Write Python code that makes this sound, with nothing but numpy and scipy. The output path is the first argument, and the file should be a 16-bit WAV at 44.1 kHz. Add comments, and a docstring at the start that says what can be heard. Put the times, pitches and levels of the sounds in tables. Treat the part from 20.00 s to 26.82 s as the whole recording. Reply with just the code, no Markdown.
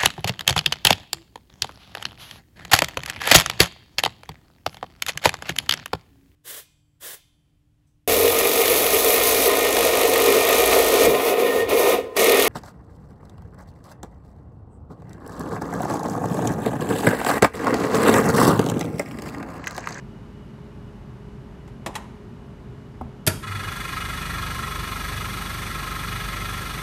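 """Duct rumble and faint fan tones come first: a ventilated machine room, one microphone in front of a cabinet.
A switch is pressed and let go, something knocks dully behind the panel, then a contactor slams in and
the motor pulls up with a short hum. In the sheet-metal cabinet a small piston air compressor settles near
24 turns a second: a low throb, a rasp of air and valve taps on every turn, over a steady hiss.
Air and cracks are filtered noise, knocks and taps are decaying sines, the throb is a sum of crank multiples."""
import sys
import numpy as np
from scipy import signal
from scipy.fft import rfft, irfft, next_fast_len
from scipy.io import wavfile
from scipy.ndimage import uniform_filter1d

SR = 44100
rng = np.random.default_rng(int(sys.argv[2]) if len(sys.argv) > 2 else 0)


def int16_out(signal):
    """Quantize to a 16-bit WAV file."""
    q = np.round(np.clip(np.atleast_2d(signal).T, -1, 1) * 32767)
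    wavfile.write(sys.argv[1], SR, q.astype(np.int16))


N = 300762
TIME = np.arange(N) / SR  # seconds
SIZE = next_fast_len(N + SR, real=True)  # transform length, with a spare second for filter tails
HZ = np.maximum(np.arange(SIZE // 2 + 1) * SR / SIZE, 1)  # kept above 0 for the logarithm
ROOM_T60_S = 0.56


def from_db(db):
    """Decibels to gain."""
    return 10 ** (np.asarray(db) / 20)


def rms_one(x):
    """Scale to unit rms."""
    return x / np.sqrt(np.mean(x ** 2) + 1e-20)


def white():
    """Fresh white noise."""
    return rng.standard_normal(N)


def drift(rate):
    """Straight lines between random points, `rate` points a second; the last of 4096 points is held."""
    return np.interp(TIME * rate, np.arange(4096), rng.standard_normal(4096))


def ramp(start_s, length_s):
    """Straight rise from 0 to 1."""
    return np.clip((TIME - start_s) / length_s, 0, 1)


def slope(points):
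    """Gain over frequency from (Hz, dB) points, joined on a logarithmic frequency axis."""
    hz, db = np.transpose(points)
    return from_db(np.interp(np.log(HZ), np.log(hz), db))


def peaks(resonances):
    """Gain over frequency of (Hz, width Hz, dB) resonances with steep skirts, added in power."""
    power = 0
    for hz, width, db in resonances:
        power = power + from_db(2 * db) / (1 + ((HZ - hz) / width) ** 2 * 2) ** 2
    return np.sqrt(power)


def colour(x, gain):
    """Causal (minimum-phase) filter that keeps the level of white noise, so only the gain's shape counts."""
    cepstrum = irfft(np.log(rms_one(gain) + 1e-6))
    # folding the cepstrum forward in time makes the phase minimal
    cepstrum[1:SIZE // 2] *= 2
    cepstrum[SIZE // 2 + 1:] = 0
    response = np.exp(rfft(cepstrum))
    return irfft(rfft(x, SIZE) * response)[:N]


def clicks(times, db):
    """Single-sample blows."""
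    out = np.zeros(N)
    places = np.clip(np.round(np.asarray(times) * SR).astype(int), 0, N - 1)
    np.add.at(out, places, from_db(db))
    return out


def ring(blows, modes):
    """Blows set decaying sines (Hz, dB, t60 s) ringing, with alternating polarity from mode to mode."""
    out = np.zeros(N)
    for k, (hz, db, t60) in enumerate(modes):
        radius = from_db(-60 / (t60 * SR))  # decay per sample
        angle = 2 * np.pi * hz / SR
        resonator = [1, -2 * radius * np.cos(angle), radius * radius]
        mode = signal.lfilter([0, np.sin(angle)], resonator, blows + 1e-18)
        out += (-1) ** (k + 1) * from_db(db) * mode
    return out


def bursts(times, levels_db, t60s):
    """Crowds of high modes, heard as noise that dies quickly after each blow."""
    fade = np.zeros(N)
    for s, db, t60 in zip(times, levels_db, t60s):
        decay = np.exp(-np.log(1000) * np.clip((TIME - s) / t60, 0, 10))
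        fade += from_db(db) * (TIME >= s) * decay
    return fade * white()


def room(x, wet_db):
    """Add the diffuse tail of the machine room, as decaying noise with a softened top."""
    t = TIME[:SR]
    tail = rng.standard_normal(SR) * np.exp(-np.log(1000) * t / ROOM_T60_S) * (1 - np.exp(-t / 0.00046))
    tail = signal.sosfilt(signal.butter(1, 9000, fs=SR, output="sos"), tail)
    return x + from_db(wet_db) * signal.fftconvolve(x, tail / np.linalg.norm(tail))[:N]


# Rumble of the ventilation. Each row: frequency in Hz, relative density in dB.
VENT = [(15, -51), (25, -12.5), (54, -0.5), (91, -6.5), (126, -3), (208, -7), (318, -12.5), (414, -15),
        (448, -21.5), (569, -19.5), (781, -25), (846, -21), (1560, -29), (2860, -37), (14000, -57.5)]
# Resonances of the ducts. Each row: frequency in Hz, width in Hz, relative level in dB.
DUCT = [(45.7, 5.2, -0.5), (129.2, 21, 3.5), (207.7, 24, 1), (960, 450, -34), (2924, 42, -24)]
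# Fan tones. Each row: frequency in Hz, middle level in dB (rms).
VENT_TONES = [(371.4, -60.5), (414.3, -54)]
VENT_DB, DUCT_DB = -41.5, -44.5


def ventilation():
    """Noise shaped into duct rumble, with faint fan tones that waver in level and phase."""
    rumble = from_db(VENT_DB) * colour(white(), slope(VENT))
    ducts = from_db(DUCT_DB) * colour(white(), peaks(DUCT))
    tones = np.zeros(N)
    for hz, db in VENT_TONES:
        level = from_db(db + 1.9 * drift(7.7)) * np.sqrt(2)
        tones += level * np.sin(2 * np.pi * hz * TIME + 2.1 * drift(3.2))
    return rumble + ducts + tones


# Contacts of the switch. Each row: time in seconds, snap in dB, panel ring in dB, low thud in dB,
# t60 of the snap in seconds.
SWITCH = [(1.677, -50, -64, -51, 0.068), (1.8618, -26, -33, -31, 0.066), (1.8675, -39, -33, -30, 0.014),
          (1.876, -56, -48, -42, 0.026), (1.89, -64, -52, -35, .03), (1.942, -47, -49, -52, 0.15),
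          (1.9539, -25, -31, -45, 0.049), (1.9596, -36, -31, -46, 0.08)]
# Colour of the plastic snap. Each row: frequency in Hz, relative level in dB.
SNAP = [(200, -28), (550, -8), (900, 7.5), (1450, 0.5), (2000, 4.5), (2300, 2), (3000, 1), (4500, -7),
        (6000, -8.5), (7600, -4.5), (10000, -10.5), (14000, -16)]
# Hollow resonances of the thud. Each row: frequency in Hz, width in Hz, relative level in dB.
THUD = [(263, 150, 8), (650, 320, 3), (850, 280, 4)]
# The panel answers press and release differently. Each row: frequency in Hz, dB on the press,
# dB on the release, t60 in seconds.
PANEL = [(655, -13, -22, 0.056), (800, -5, -11, 0.044), (880, -8, -3, 0.055), (984, -3, -14, .04),
         (1126, -13, -7, .04), (1645, -13, -15, .06), (1950, -2, -2, 0.05), (2490, -21, -8, .04),
         (3320, -22, -4, .04)]
# Dull, diffuse afterglow of the panel. Each row: frequency in Hz, width in Hz, relative level in dB.
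AFTERGLOW = [(896, 320, -2), (1500, 710, -14)]
AFTERGLOW_DB, AFTERGLOW_T60_S = -17.5, 0.55  # level against the panel ring
RELEASE_S = 1.92  # contacts from here on belong to the release


def switch():
    """Press and release: a plastic snap that rings the panel, a hollow rattle as the button bottoms out."""
    s, snap_db, ring_db, thud_db, t60 = np.transpose(SWITCH)
    snap = colour(bursts(s, snap_db, t60), slope(SNAP))
    thud = colour(bursts(s, thud_db, 2.46 * t60), peaks(THUD))
    glow_t60 = np.full(len(s), AFTERGLOW_T60_S)
    afterglow = colour(bursts(s, ring_db + AFTERGLOW_DB, glow_t60), peaks(AFTERGLOW))
    blows = clicks(s, ring_db)
    press_modes = [(hz, db, t) for hz, db, _, t in PANEL]
    release_modes = [(hz, db, t) for hz, _, db, t in PANEL]
    press = ring(blows * (TIME < RELEASE_S), press_modes)
    release = ring(blows * (TIME >= RELEASE_S), release_modes)
    return room(snap + thud, wet_db=-16.5) + press + release + afterglow


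# Dull knock inside the cabinet. Each row: time in seconds, level in dB.
KNOCK = [(3.009, -35), (3.012, -21.5)]
# Its ring. Each row: frequency in Hz, level in dB, t60 in seconds.
KNOCK_RING = [(73.6, -7.5, 0.35), (242, -10, 0.17)]
# Its short, heavily damped body. Each row: frequency in Hz, width in Hz, relative level in dB.
KNOCK_BODY = [(450, 170, -6), (810, 210, 4), (1260, 150, -12)]
KNOCK_BODY_DB, KNOCK_BODY_T60_S = 0.5, 0.027  # level against the knock
KNOCK_TICK_DB, KNOCK_TICK_T60_S = -35.5, 0.04


def knock():
    """A soft double contact behind the panel: low ringing sines, a damped noise body and a faint tick."""
    s, db = np.transpose(KNOCK)
    # the tick shares the colour of the contactor's crack
    tick = colour(bursts(s, db + KNOCK_TICK_DB, np.full(len(s), KNOCK_TICK_T60_S)), slope(CRACK))
    body = colour(bursts(s, db + KNOCK_BODY_DB, np.full(len(s), KNOCK_BODY_T60_S)), peaks(KNOCK_BODY))
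    return room(tick + body + ring(clicks(s, db), KNOCK_RING), wet_db=-15)


# Contactor: first touch, armature home, bounces. Each row: time in seconds, crack in dB, clunk in dB,
# cabinet boom in dB, t60 of the crack in seconds.
CONTACTOR = [(3.2662, -16.5, -27, -40, 0.022), (3.272, -19, -25, -13.5, 0.029),
             (3.2743, -15, -23, -17, 0.03), (3.277, -16.5, -21.5, -23, 0.038),
             (3.287, -34, -35, -37, 0.045), (3.295, -34, -30, -31, 0.055), (3.301, -46, -45, -41, .04)]
# Colour of the crack. Each row: frequency in Hz, relative level in dB.
CRACK = [(200, 7), (800, -12), (1600, -2), (2500, 6), (4100, 1.5), (4600, 7.5), (5100, 5), (6500, 2),
         (9000, 5), (12300, 8), (13200, 2), (14500, -16)]
# Crowded resonances of the mounting plate. Each row: frequency in Hz, width in Hz, relative level in dB.
CLUNK = [(190, 66, 5.5), (320, 110, -1), (640, 55, 5), (950, 81, -5), (1400, 140, -2), (1706, 72, 4),
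         (1920, 57, -3), (2260, 81, -13), (2510, 160, -5), (3520, 110, -7), (4560, 120, -7)]
# Boom of the cabinet. Each row: frequency in Hz, level in dB, t60 in seconds.
CABINET = [(99, -1.5, 0.092), (159, 2, 0.06), (200, -5.5, 0.08), (245, -11, 0.07), (339, -12.5, 0.06),
           (424, -15.5, 0.069), (635, -10.5, 0.061), (950, -13, 0.05)]
# The loose panels shiver on after the slam. Each row: frequency in Hz, relative level in dB.
SHIVER = [(100, 0), (180, 16), (300, 15), (550, -10), (950, -6), (1300, 12.5), (1900, 1), (2800, 0),
          (3500, -12), (4500, -8), (7000, -10), (10000, -4), (13000, -19)]
CLUNK_T60_S = 0.038
SHIVER_DB, SHIVER_T60_S = -19.5, 0.3  # level against the cabinet boom


def contactor():
    """The armature slams home with a bright crack and a dry clunk, booms the cabinet and shivers its panels."""
    s, crack_db, clunk_db, boom_db, t60 = np.transpose(CONTACTOR)
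    crack = colour(bursts(s, crack_db, t60), slope(CRACK))
    clunk = colour(bursts(s, clunk_db, np.full(len(s), CLUNK_T60_S)), peaks(CLUNK))
    shiver = colour(bursts(s, boom_db + SHIVER_DB, np.full(len(s), SHIVER_T60_S)), slope(SHIVER))
    boom = ring(clicks(s, boom_db), CABINET)
    return clunk + room(crack, wet_db=-15) + shiver + room(boom, wet_db=-8.0)


# Magnetic hum while the motor pulls up. Each row: time in seconds, middle level in dB (rms).
HUM_LEVEL = [(3.40, -62), (3.43, -40), (3.46, -46), (3.5, -27.5), (3.53, -34), (3.56, -28.5), (3.62, -40),
             (3.685, -34), (3.76, -55)]
HUM_HZ, RUNNING_HUM_DB, RUNNING_HUM_RISE_S = 99.1, -43.5, 0.23


def motor_hum():
    """The motor hums unsteadily under its starting load, and more softly once it is up to speed."""
    s, db = np.transpose(HUM_LEVEL)
    starting = from_db(np.interp(TIME, s, db)) * (TIME > s[0]) * (TIME < s[-1])
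    running = from_db(RUNNING_HUM_DB) * ramp(s[-1], RUNNING_HUM_RISE_S)
    waver = from_db(1.3 * drift(40))
    tone = np.sqrt(2) * np.sin(2 * np.pi * HUM_HZ * TIME + 0.51 * drift(28))
    return (starting + running) * waver * tone


# Shaking of the cabinet. Each row: multiple of the crank speed, relative level in dB.
THROB = [(1, -24), (2, 3), (3, 3), (4, -4), (5, -4), (6, -4), (7, -2.5), (8, -18.5), (9, -14), (10, -18),
         (11, -18), (12, -18.5), (13, -23), (14, -14.5), (15, -17)]
# The third multiple swells and sinks. Each row: time in seconds, change of its level in dB.
THIRD_SWELL = [(3.5, -23), (4.0, -1), (4.9, 0), (5.6, -4.5), (6.8, -7)]


def throb(turns):
    """The piston shakes the cabinet at multiples of the crank speed; panels smear each kick over the turn."""
    swell_db = np.interp(TIME, *np.transpose(THIRD_SWELL))
    total = np.zeros(N)
    for k, db in THROB:
        level = from_db(db + (k == 3) * swell_db) * from_db(1.2 * drift(6))
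        # k * k / 14 spreads the phases, so the kicks are smeared
        total += level * np.sin(2 * np.pi * (k * turns + k * k / 14 + .05 * drift(7)))
    return rms_one(total)


# Valve taps in each turn. Each row: crank angle as a part of a turn, middle level in dB.
TAPS = [(0.54, -35.5), (0.665, -37), (0.99, -39)]
# Their ring. Each row: frequency in Hz, level in dB, t60 in seconds.
VALVE = [(370, -10.5, 0.028), (666, -10, 0.042), (790, -1.5, 0.014), (896, -0.5, 0.033), (985, 2, 0.012),
         (1060, -2, 0.04), (1115, -6.5, 0.023), (1350, -2, .016)]


def valves(turns):
    """The reeds tap shut at fixed crank angles, nearly alike on every turn, and ring as decaying sines."""
    whole = np.arange(int(turns[-1]))
    uneven_db = rng.normal(0, 1.5, len(whole))  # shared by the taps of a turn
    blows = np.zeros(N)
    for angle, db in TAPS:
        blows += clicks(np.interp(whole + angle, turns, TIME), db + uneven_db)
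    return ring(blows, VALVE)


def stroke(turns, shape):
    """Air flow over each turn: the reed opens quickly, holds and closes slowly."""
    opens, attack, hold, release = shape
    return np.interp((turns - opens) % 1, np.cumsum([0, attack, hold, release]), [0, 1, 1, 0])


# crank speed under load; it starts a little faster and settles with this time constant
TURNS_PER_S, UNLOADED_EXTRA_HZ, SETTLE_S = 24.16, .21, .5


def even(x):
    """Narrow the differences in power from turn to turn: every stroke moves about the same air."""
    turn_power = uniform_filter1d(rms_one(x) ** 2, int(SR / TURNS_PER_S))
    return rms_one(x / (turn_power + .1) ** .25)


# Bright spit of air as the reed lifts. One row, in parts of a turn: opens at, attack, hold, release.
SPIT = (.7, .12, .08, .42)
SPIT_ABOVE_HZ = 4300


def spit(turns):
    """A bright jet of air in every gulp: gated noise with the low end cut."""
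    highpass = signal.butter(2, SPIT_ABOVE_HZ, "high", fs=SR, output="sos")
    return signal.sosfilt(highpass, stroke(turns, SPIT) * white())


# Flow through the valve. One row, in parts of a turn: opens at, attack, hold, release.
GULP = (.55, .2, .27, .38)
# Resonances of the pump head and air filter. Each row: frequency in Hz, width in Hz, relative level in dB.
HEAD = [(1058, 38, -3.2), (1140, 60, -11), (1287, 50, .8), (1360, 56, -1.8), (1655, 54, -2.3),
        (1738, 35, -8), (1834, 28, -4.5), (1944, 36, -5), (2035, 36, -9), (2102, 38, -5),
        (2290, 120, -11.5), (2480, 125, -10), (2905, 65, -9.7), (3290, 50, -15), (3415, 60, -8),
        (3560, 150, -15.5), (3880, 90, -17.5), (4080, 150, -17), (4380, 80, -19), (4560, 110, -17.5)]
# Rush of air beneath the resonances. Each row: frequency in Hz, relative level in dB.
RUSH = [(200, -23), (600, -12), (1100, 9), (2200, 6.5), (3150, -20), (4000, -18), (6000, -2), (7200, -3),
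        (9000, -0.5), (14000, -27)]
LEAK_DB = -16  # flow left between gulps
# the lower and upper rings of the head swell and sink apart from each other
HEAD_SPLIT_HZ, HEAD_WANDER_DB = 1500, .9
LOWER_DB, UPPER_DB, RUSH_DB = -4.6, -4.3, -11.5


def rasp(turns):
    """Air tears past the reed valve in gritty gulps, no two quite alike, and rings the pump head."""
    grit = rms_one(white() * from_db(2.0 * drift(700)))
    flow = stroke(turns, GULP)
    head = colour(grit * (flow + from_db(LEAK_DB)), peaks(HEAD))
    lower = signal.sosfiltfilt(signal.butter(6, HEAD_SPLIT_HZ, fs=SR, output="sos"), head)
    rings = np.zeros(N)
    for part, db in [(lower, LOWER_DB), (head - lower, UPPER_DB)]:
        rings += from_db(db + HEAD_WANDER_DB * drift(9)) * even(part)
    rush = colour(white() * rms_one(flow + from_db(-8)), slope(RUSH))
    return rings + from_db(RUSH_DB) * rush


# Steady hiss of the running machine. 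Each row: frequency in Hz, relative level in dB.
HISS = [(40, 2), (75, 15), (120, 24.5), (200, 12.5), (350, 13.5), (520, 13.5), (1000, 11.5), (2400, 12),
        (3100, 10.5), (3450, 11.5), (4500, 9), (5100, 5.5), (6100, 8.5), (7400, -6), (8200, 7.5), (8800, 2),
        (9400, 7), (10200, -3), (11000, 6.5), (11800, 1), (12200, 6), (12700, 2), (14000, 5)]
FIRST_STROKE_S = 3.442
# the air starts to move just before the first stroke
AIR_START_S, AIR_ATTACK_S, HISS_ATTACK_S = 3.408, 0.022, 0.073
# the shaking begins to fade in shortly before the air moves and swells through the first strokes
SHAKE_START_S, SHAKE_RISE_S = 3.32, 0.23
PRESSURE_RISE_S = 0.34  # time constant of the back pressure in the line
# throb and hiss at full pressure, and how much weaker they are with none; the spit follows the hiss
THROB_DB, THROB_SLACK_DB = -35, 8
HISS_DB, HISS_SLACK_DB, SPIT_DB = -37, 7, -43
# the rasp is strongest against an empty tank and eases as it fills
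RASP_DB, RASP_EASE_DB_PER_S = -32, 0.79
RASP_SLACK_DB, RASP_RISE_S = 3.5, 0.15  # the first gulps are weaker: by how much, time constant


def compressor():
    """The pump takes over: growing back pressure raises throb and hiss, slows the crank and eases the rasp."""
    age = np.maximum(TIME - FIRST_STROKE_S, 0)
    extra_turns = UNLOADED_EXTRA_HZ * SETTLE_S * (1 - np.exp(-age / SETTLE_S))
    turns = TURNS_PER_S * (TIME - FIRST_STROKE_S) + extra_turns
    slack = np.exp(-age / PRESSURE_RISE_S)  # share of the back pressure still to come

    rasp_db = RASP_DB - RASP_EASE_DB_PER_S * age - RASP_SLACK_DB * np.exp(-age / RASP_RISE_S)
    gulps = ramp(AIR_START_S, AIR_ATTACK_S) * from_db(rasp_db) * rasp(turns)

    hiss = from_db(HISS_DB) * colour(white(), slope(HISS)) + from_db(SPIT_DB) * spit(turns)
    hiss_level = from_db(0.31 * drift(4) - HISS_SLACK_DB * slack)
    stream = ramp(AIR_START_S, HISS_ATTACK_S) ** 2 * hiss_level * hiss

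    body = from_db(THROB_DB - THROB_SLACK_DB * slack) * throb(turns) + valves(turns)
    return room(gulps + stream, wet_db=-17) + ramp(SHAKE_START_S, SHAKE_RISE_S) * body


def scene():
    """Everything at one microphone in front of the cabinet."""
    mix = ventilation() + switch() + knock() + contactor() + motor_hum() + compressor()
    return mix[None]


CUTOFF_HZ = 14100


def record(dry):
    """The microphone drops the deepest bass; the top is cut steeply."""
    thin = signal.sosfilt(signal.butter(6, 36, "high", fs=SR, output="sos"), dry)
    return signal.sosfilt(signal.ellip(12, .1, 80, CUTOFF_HZ, fs=SR, output="sos"), thin)


dry = scene()
out = record(dry)
int16_out(out)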